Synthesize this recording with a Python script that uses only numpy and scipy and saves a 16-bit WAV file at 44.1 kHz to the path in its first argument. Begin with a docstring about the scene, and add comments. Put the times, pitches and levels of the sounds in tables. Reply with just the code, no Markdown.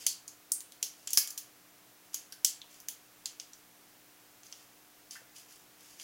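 """A steady hiss, a faint mains hum and a brief rustle; then sharp snaps as a cockatoo bites a plastic pen.
Each bite is a burst of slips and cracks that excites the damped resonances of the pen held in the beak.
Feathers and a sleeve rustle by stick-slip friction, claws and beak tick, and feet and hand knock softly.
The small bedroom answers with early reflections and a diffuse tail whose treble dies first."""
import sys
import numpy as np
from scipy import signal
from scipy.fft import rfft, irfft
from scipy.io import wavfile

SR = 44100
rng = np.random.default_rng(int(sys.argv[2]) if len(sys.argv) > 2 else 0)


def file_out(sig):
    """Save sig as 16-bit WAV at sys.argv[1]."""
    # one column per channel
    cols = np.atleast_2d(sig).T
    # limit, then scale
    lim = np.clip(cols, -1, 1)
    pcm = np.round(lim * 32767).astype(np.int16)
    wavfile.write(sys.argv[1], SR, pcm)


N = 265923
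TIME = np.arange(N) / SR


def undb(db):
    """Amplitude ratio of a level in decibels."""
    return 10 ** (np.asarray(db) / 20)


def unit(x):
    """Normalisation to unit energy."""
    return x / np.sqrt(np.sum(x ** 2) + 1e-18)


def colour(x, points):
    """Spectral shaping by (f/Hz, level/dB) points, to unit rms."""
    hz, db = np.transpose(points)
    f = np.maximum(np.arange(N // 2 + 1) * SR / N, 1)
    gain = undb(np.interp(np.log(f), np.log(hz), db))
    return unit(irfft(rfft(x) * gain, N)) * np.sqrt(N)


def add(track, at_s, sound):
    """Superposition of a delayed sound on a track."""
    start = int(np.clip(at_s * SR, 0, N - 1))
    track[start:start + len(sound)] += sound[:N - start]


# spectral density of air and microphone noise: f/Hz, relative level/dB
HISS_SPECTRUM = [(25, -17), (60, -17.5), (95, -16), (120, -7.5), (150, -13), (250, -10), (500, -9.5),
                 (1300, -10), (2400, -12), (4000, -14.5), (6000, -13.5), (9000, -16), (16000, -13.5)]
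def hiss(rms_db=-59):
    """Stationary broadband noise of the air and the microphone."""
    return undb(rms_db) * colour(rng.standard_normal(N), HISS_SPECTRUM)


# partials of the appliance: harmonic number, rms level/dB
HUM_HARMONICS = [(2, -83.5), (3, -82), (4, -83.5), (5, -74), (6, -83), (7, -92.5), (8, -86.5), (12, -79)]
def hum(mains_hz=60):
    """Forced vibration: an appliance sounds at harmonics of the mains frequency."""
    return sum(undb(db) * np.sqrt(2) * np.sin(2 * np.pi * (k * mains_hz * TIME + rng.random()))
               for k, db in HUM_HARMONICS)


# strokes of beak, feathers and sleeve: t/s, duration/s, level/dB
RUBBING_STROKES = [(0, 0.017, -48.5), (0.903, 0.21, -68), (1.093, .16, -54), (1.384, 0.073, -70),
                   (2.137, .02, -53), (2.703, 0.049, -60.5), (4.449, 0.16, -63.5), (5.116, 0.02, -53.5),
                   (5.357, .03, -55), (5.488, 0.068, -60), (5.795, 0.15, -61), (5.992, .03, -52)]
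def rubbing(attack_s=0.0048, release_s=0.042):
    """Amplitude envelope of the friction: each stroke rises exponentially, holds and decays."""
    envelope = np.zeros(N)
    for at_s, duration, db in RUBBING_STROKES:
        early = np.maximum(at_s - TIME, 0)
        late = np.maximum(TIME - at_s - duration, 0)
        envelope = np.maximum(envelope, undb(db) * np.exp(-early / attack_s - late / release_s))
    return envelope


# spectrum of the friction noise: f/Hz, relative level/dB
RUSTLE_SPECTRUM = [(300, -40), (1500, -13.5), (3000, -0.5), (3900, -7.5), (5000, 3), (6400, 2),
                   (8500, -4.5), (10500, -3.5), (16000, -13.5)]
def rustle(catch_db=2.5, grain_db=8.0):
    """Stick-slip friction: dense tiny slips catch and let go every few milliseconds."""
    knots = N // 200
    catches = np.interp(TIME, np.linspace(0, TIME[-1], knots), rng.standard_normal(knots))
    slips = rng.standard_normal(N) * undb(grain_db * rng.standard_normal(N) + catch_db * catches)
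    return colour(slips, RUSTLE_SPECTRUM) * rubbing()


def minimum_phase(gain):
    """Minimum phase: the causal response with this gain curve whose energy arrives soonest."""
    cepstrum = irfft(np.log(gain + 1e-9))
    half = len(cepstrum) // 2
    cepstrum[1:half] *= 2
    cepstrum[half + 1:] = 0
    return irfft(np.exp(rfft(cepstrum)))


def resonance(f, centre_hz, width_hz):
    """Lorentzian power response of a damped mode."""
    return 1 / (1 + (2 * (f - centre_hz) / width_hz) ** 2)


# modes of the pen held in the beak: f/Hz, bandwidth/Hz, relative level/dB
PEN_MODES = [(2130, 380, -37), (3206, 600, 0.5), (4720, 1600, -4), (5800, 670, -2), (6390, 640, 1.5),
             (7340, 450, -0.5), (9640, 820, -0.5), (11030, 1000, -1), (12600, 1100, -6),
             (14800, 2000, -2.5)]
def snap(db, body_db, edge_db, spot_hz, spot_db, size=2048):
    """Modal impulse response of the pen to one crack, with the bitten spot ringing above it."""
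    f = np.arange(size // 2 + 1) * SR / size
    power = sum(undb(mode_db) ** 2 * resonance(f, hz, width) for hz, width, mode_db in PEN_MODES)
    power *= 1 + (undb(abs(spot_db)) ** 2 - 1) * resonance(f, spot_hz, width_hz=800)
    power *= (f ** 2 + 1) / (f ** 2 + 900 ** 2)  # so small a body radiates little below 900 Hz
    # where and how sharply the beak bears sets the share of body, middle and edge
    bands_hz = [(1500, 4000), (4000, 8500), (8500, 16000)]
    energy = [2 * power[(f > low) & (f < high)].sum() / size for low, high in bands_hz]
    body, middle, edge = db + np.array([body_db, 0, edge_db]) - 10 * np.log10(energy)
    shelves_db = np.interp(f, [3500, 4500, 7800, 11000], [body, middle, middle, edge])
    shelves_db += min(edge_db, 0) * np.clip((f - 11000) / 7000, 0, 1)  # blunt contact dulls the top
    return minimum_phase(np.sqrt(power * SR / 1000) * undb(shelves_db))


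def bending(x, travel_s=0.00035):
    """Dispersion: bending waves in the barrel speed up as the root of frequency, so treble leads."""
    f = np.arange(len(x) // 2 + 1) * SR / len(x)
    lag_cycles = travel_s * (2 * np.sqrt(f * SR / 2) - f)
    return irfft(rfft(x) * np.exp(-2j * np.pi * lag_cycles))


def crumbling(decay_ms, grain_db=3, size=2048):
    """Force of a fracture: a first impulse and a decaying train of tiny cracks, of unit energy."""
    t_ms = np.arange(size) * 1000 / SR
    cracks = rng.standard_normal(size) * undb(grain_db * rng.standard_normal(size))
    force = unit(cracks * np.exp(-t_ms / decay_ms))
    force[0] = 0.75 / (1 + decay_ms / 2)
    return unit(force)


# snaps of beak and claws on the pen: t/s, level/dB at 4-8.5 kHz, relative body level/dB below that,
# relative edge level/dB above it, spot f/Hz, spot prominence/dB (sign ignored), crumbling time/ms
PEN_BITES = [(.0662, -13, -17, -6, 4500, 4, 0.6), (.2794, -33.5, -22.5, -7, 6900, 6, 0.67),
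             (.5195, -19.5, -32, 6, 8660, 25, 0.28), (.6055, -39, -9.5, 0.5, 8650, 10, 0.78),
             (.7212, -43.5, -7.5, -5, 4100, 9, 1.5), (.8282, -19, -14, -5, 5700, 8.5, 0.86),
             (1.0736, -26.5, -11, -9.5, 7000, 3, 2.24), (1.106, -30.5, -28, -3, 7000, 5, 1),
             (1.1323, -19.5, -17.5, -1, 5800, 7, 1.8), (1.1736, -12, -22, -2, 5130, 14.5, 1.2),
             (1.1785, -16.5, -40, 0.5, 5200, -3, 10), (1.2743, -29, -17.5, -5.5, 7100, 5, 1),
             (1.3045, -34, -35, -0.5, 6600, -3, 3.1), (1.3767, -29.5, -13, -0.5, 5500, 2, 7),
             (2.1441, -23.5, -19, -4.5, 6600, 8, .9), (2.3232, -36.5, -10, -2.5, 5100, 12, 3.3),
             (2.4473, -13.5, -20.5, -4, 5500, -5, 0.85), (2.4483, -16, -14, -16, 7800, 12, .65),
             (2.6168, -45, 4, -14, 3980, 21, 0.59), (2.8023, -44.5, -21, 1.5, 6460, 15, .6),
             (2.8857, -28, -11, -0.5, 6760, 5.5, 0.72), (3.2575, -26.5, -10, -9, 4700, 4, 1.07),
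             (3.3991, -32.5, -11.5, -11.5, 5000, 5, 0.44), (3.5338, -41, -17.5, -12, 5940, 7, 0.43),
             (4.433, -44.5, -10, -13, 6300, 9, 1.04), (4.4666, -47, -20, -16, 6240, 5, .5),
             (4.5255, -36.5, -9, -12, 5400, 13, 0.48), (5.1093, -35, -22, -11, 5630, 1, 2.1),
             (5.9982, -40, -3, -10, 6750, 11, 1.5)]
def bites(slip_lead_s=0.0014, slip_db=-13.5, direct_db=-1, paths=4):
    """Impulsive excitation: the beak slips, then the plastic gives. Returns direct and room feeds."""
    direct, spread = np.zeros(N), np.zeros((paths, N))
    for i, (at_s, *tone, crumble_ms) in enumerate(PEN_BITES):
        ring = bending(snap(*tone))
        slip = undb(slip_db) * signal.fftconvolve(ring, crumbling(crumble_ms))
        crack = signal.fftconvolve(ring, crumbling(crumble_ms))
        add(direct, at_s - slip_lead_s, slip)
        add(direct, at_s, crack)
        # each crack radiates its own way, and in the room its splinters blend into one even snap
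        add(spread[i % paths], at_s + crumble_ms / 2000, ring)
    return undb(direct_db) * direct, spread


# blows of feet, hand and pen: t/s, f/Hz, peak level/dB, T60/s, relative bandwidth
SOFT_BLOWS = [(.066, 596, -53.5, 0.01, 0.31), (.835, 525, -57, 0.051, 0.17),
              (1.1741, 1840, -25.5, 0.04, 0.54), (1.1764, 526, -43, 0.027, 0.75),
              (2.141, 1140, -48, 0.011, 0.34), (2.324, 1530, -52, 0.11, 0.045),
              (2.642, 865, -53, 0.031, 0.17), (5.155, 1570, -42, 0.11, 0.18), (5.217, 447, -51, 0.032, .6)]
def knocks():
    """Padded impacts: close, heavily damped modes merge into a decaying band of noise."""
    out, t = np.zeros(N), np.arange(SR // 8) / SR
    for at_s, hz, db, t60, width in SOFT_BLOWS:
        shudder = rng.standard_normal(len(t)) * np.exp(-np.log(1000) * t / t60)
        ratio = 1 + max(width, 0.05)
        bandpass = signal.butter(2, [hz / ratio, hz * ratio], "band", fs=SR, output="sos")
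        knock = signal.sosfilt(bandpass, shudder)
        add(out, at_s, undb(db) * knock / np.abs(knock).max())
    return out


def ticks(per_s=17, above_stroke_db=9.5, scatter_db=0.5):
    """A Poisson process: claws and beak catch on the pen at random, as hard as the rubbing is then."""
    catches = (rng.random(N) < per_s / SR) * undb(above_stroke_db - scatter_db * rng.standard_normal(N))
    ring = bending(snap(0, body_db=-8.5, edge_db=-4, spot_hz=6100, spot_db=5))
    tick = signal.fftconvolve(ring, crumbling(decay_ms=1.2))
    return signal.fftconvolve(catches * rubbing(), tick)[:N]


# first bounces off window, chest and bed: delay/ms, amplitude ratio
EARLY_ECHOES = [(1.9, 0.17), (4.4, 0.31), (6.1, 0.1), (9.0, 0.033)]
def reflections(x):
    """Specular reflection: nearby surfaces add delayed, weaker copies to the direct sound."""
    out = x.copy()
    for delay_ms, gain in EARLY_ECHOES:
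        add(out, delay_ms / 1000, gain * x)
    return out


# bands of the bedroom's tail: f/Hz, level/dB, T60/s
ROOM_BANDS = [(400, -24, 1), (1210, -9.5, 1), (2700, -0.5, 0.33), (5300, -4.5, 0.25), (9000, -3.5, 0.26),
              (14000, -1.5, 0.19)]
def reverberation(x, build_s=0.00033):
    """Diffuse field: dense random echoes decay exponentially, the treble sooner than the bass."""
    t = np.arange(SR // 2) / SR
    echoes = rng.standard_normal(len(t))
    spectrum = rfft(echoes / echoes.std())
    log_f = np.log(np.maximum(np.arange(len(spectrum)) * SR / len(t), 1))
    log_centres = np.log([row[0] for row in ROOM_BANDS])
    response = np.zeros(len(t))
    for (_, db, t60), weights in zip(ROOM_BANDS, np.eye(len(ROOM_BANDS))):
        band = irfft(spectrum * np.interp(log_f, log_centres, weights), len(t))
        fade = unit((1 - np.exp(-t / build_s)) * np.exp(-np.log(1000) * t / t60))
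        response += undb(db) * fade * band
    return signal.fftconvolve(x, response)[:N]


def scene():
    """Superposition of the bird, its keeper, the room's answer and the steady background."""
    direct, spread = bites()
    handling = knocks() + rustle() + ticks()
    # every path into the room meets its own pattern of echoes
    tail = sum(reverberation(path) for path in [*spread, handling])
    return (reflections(direct + handling) + tail + hum() + hiss())[None]


def record(dry, cutoff_hz=16000):
    """Band limiting: a steep elliptic low-pass removes the highest treble."""
    return signal.sosfilt(signal.ellip(10, 0.2, 70, cutoff_hz, fs=SR, output="sos"), dry)


dry = scene()
out = record(dry)
file_out(out)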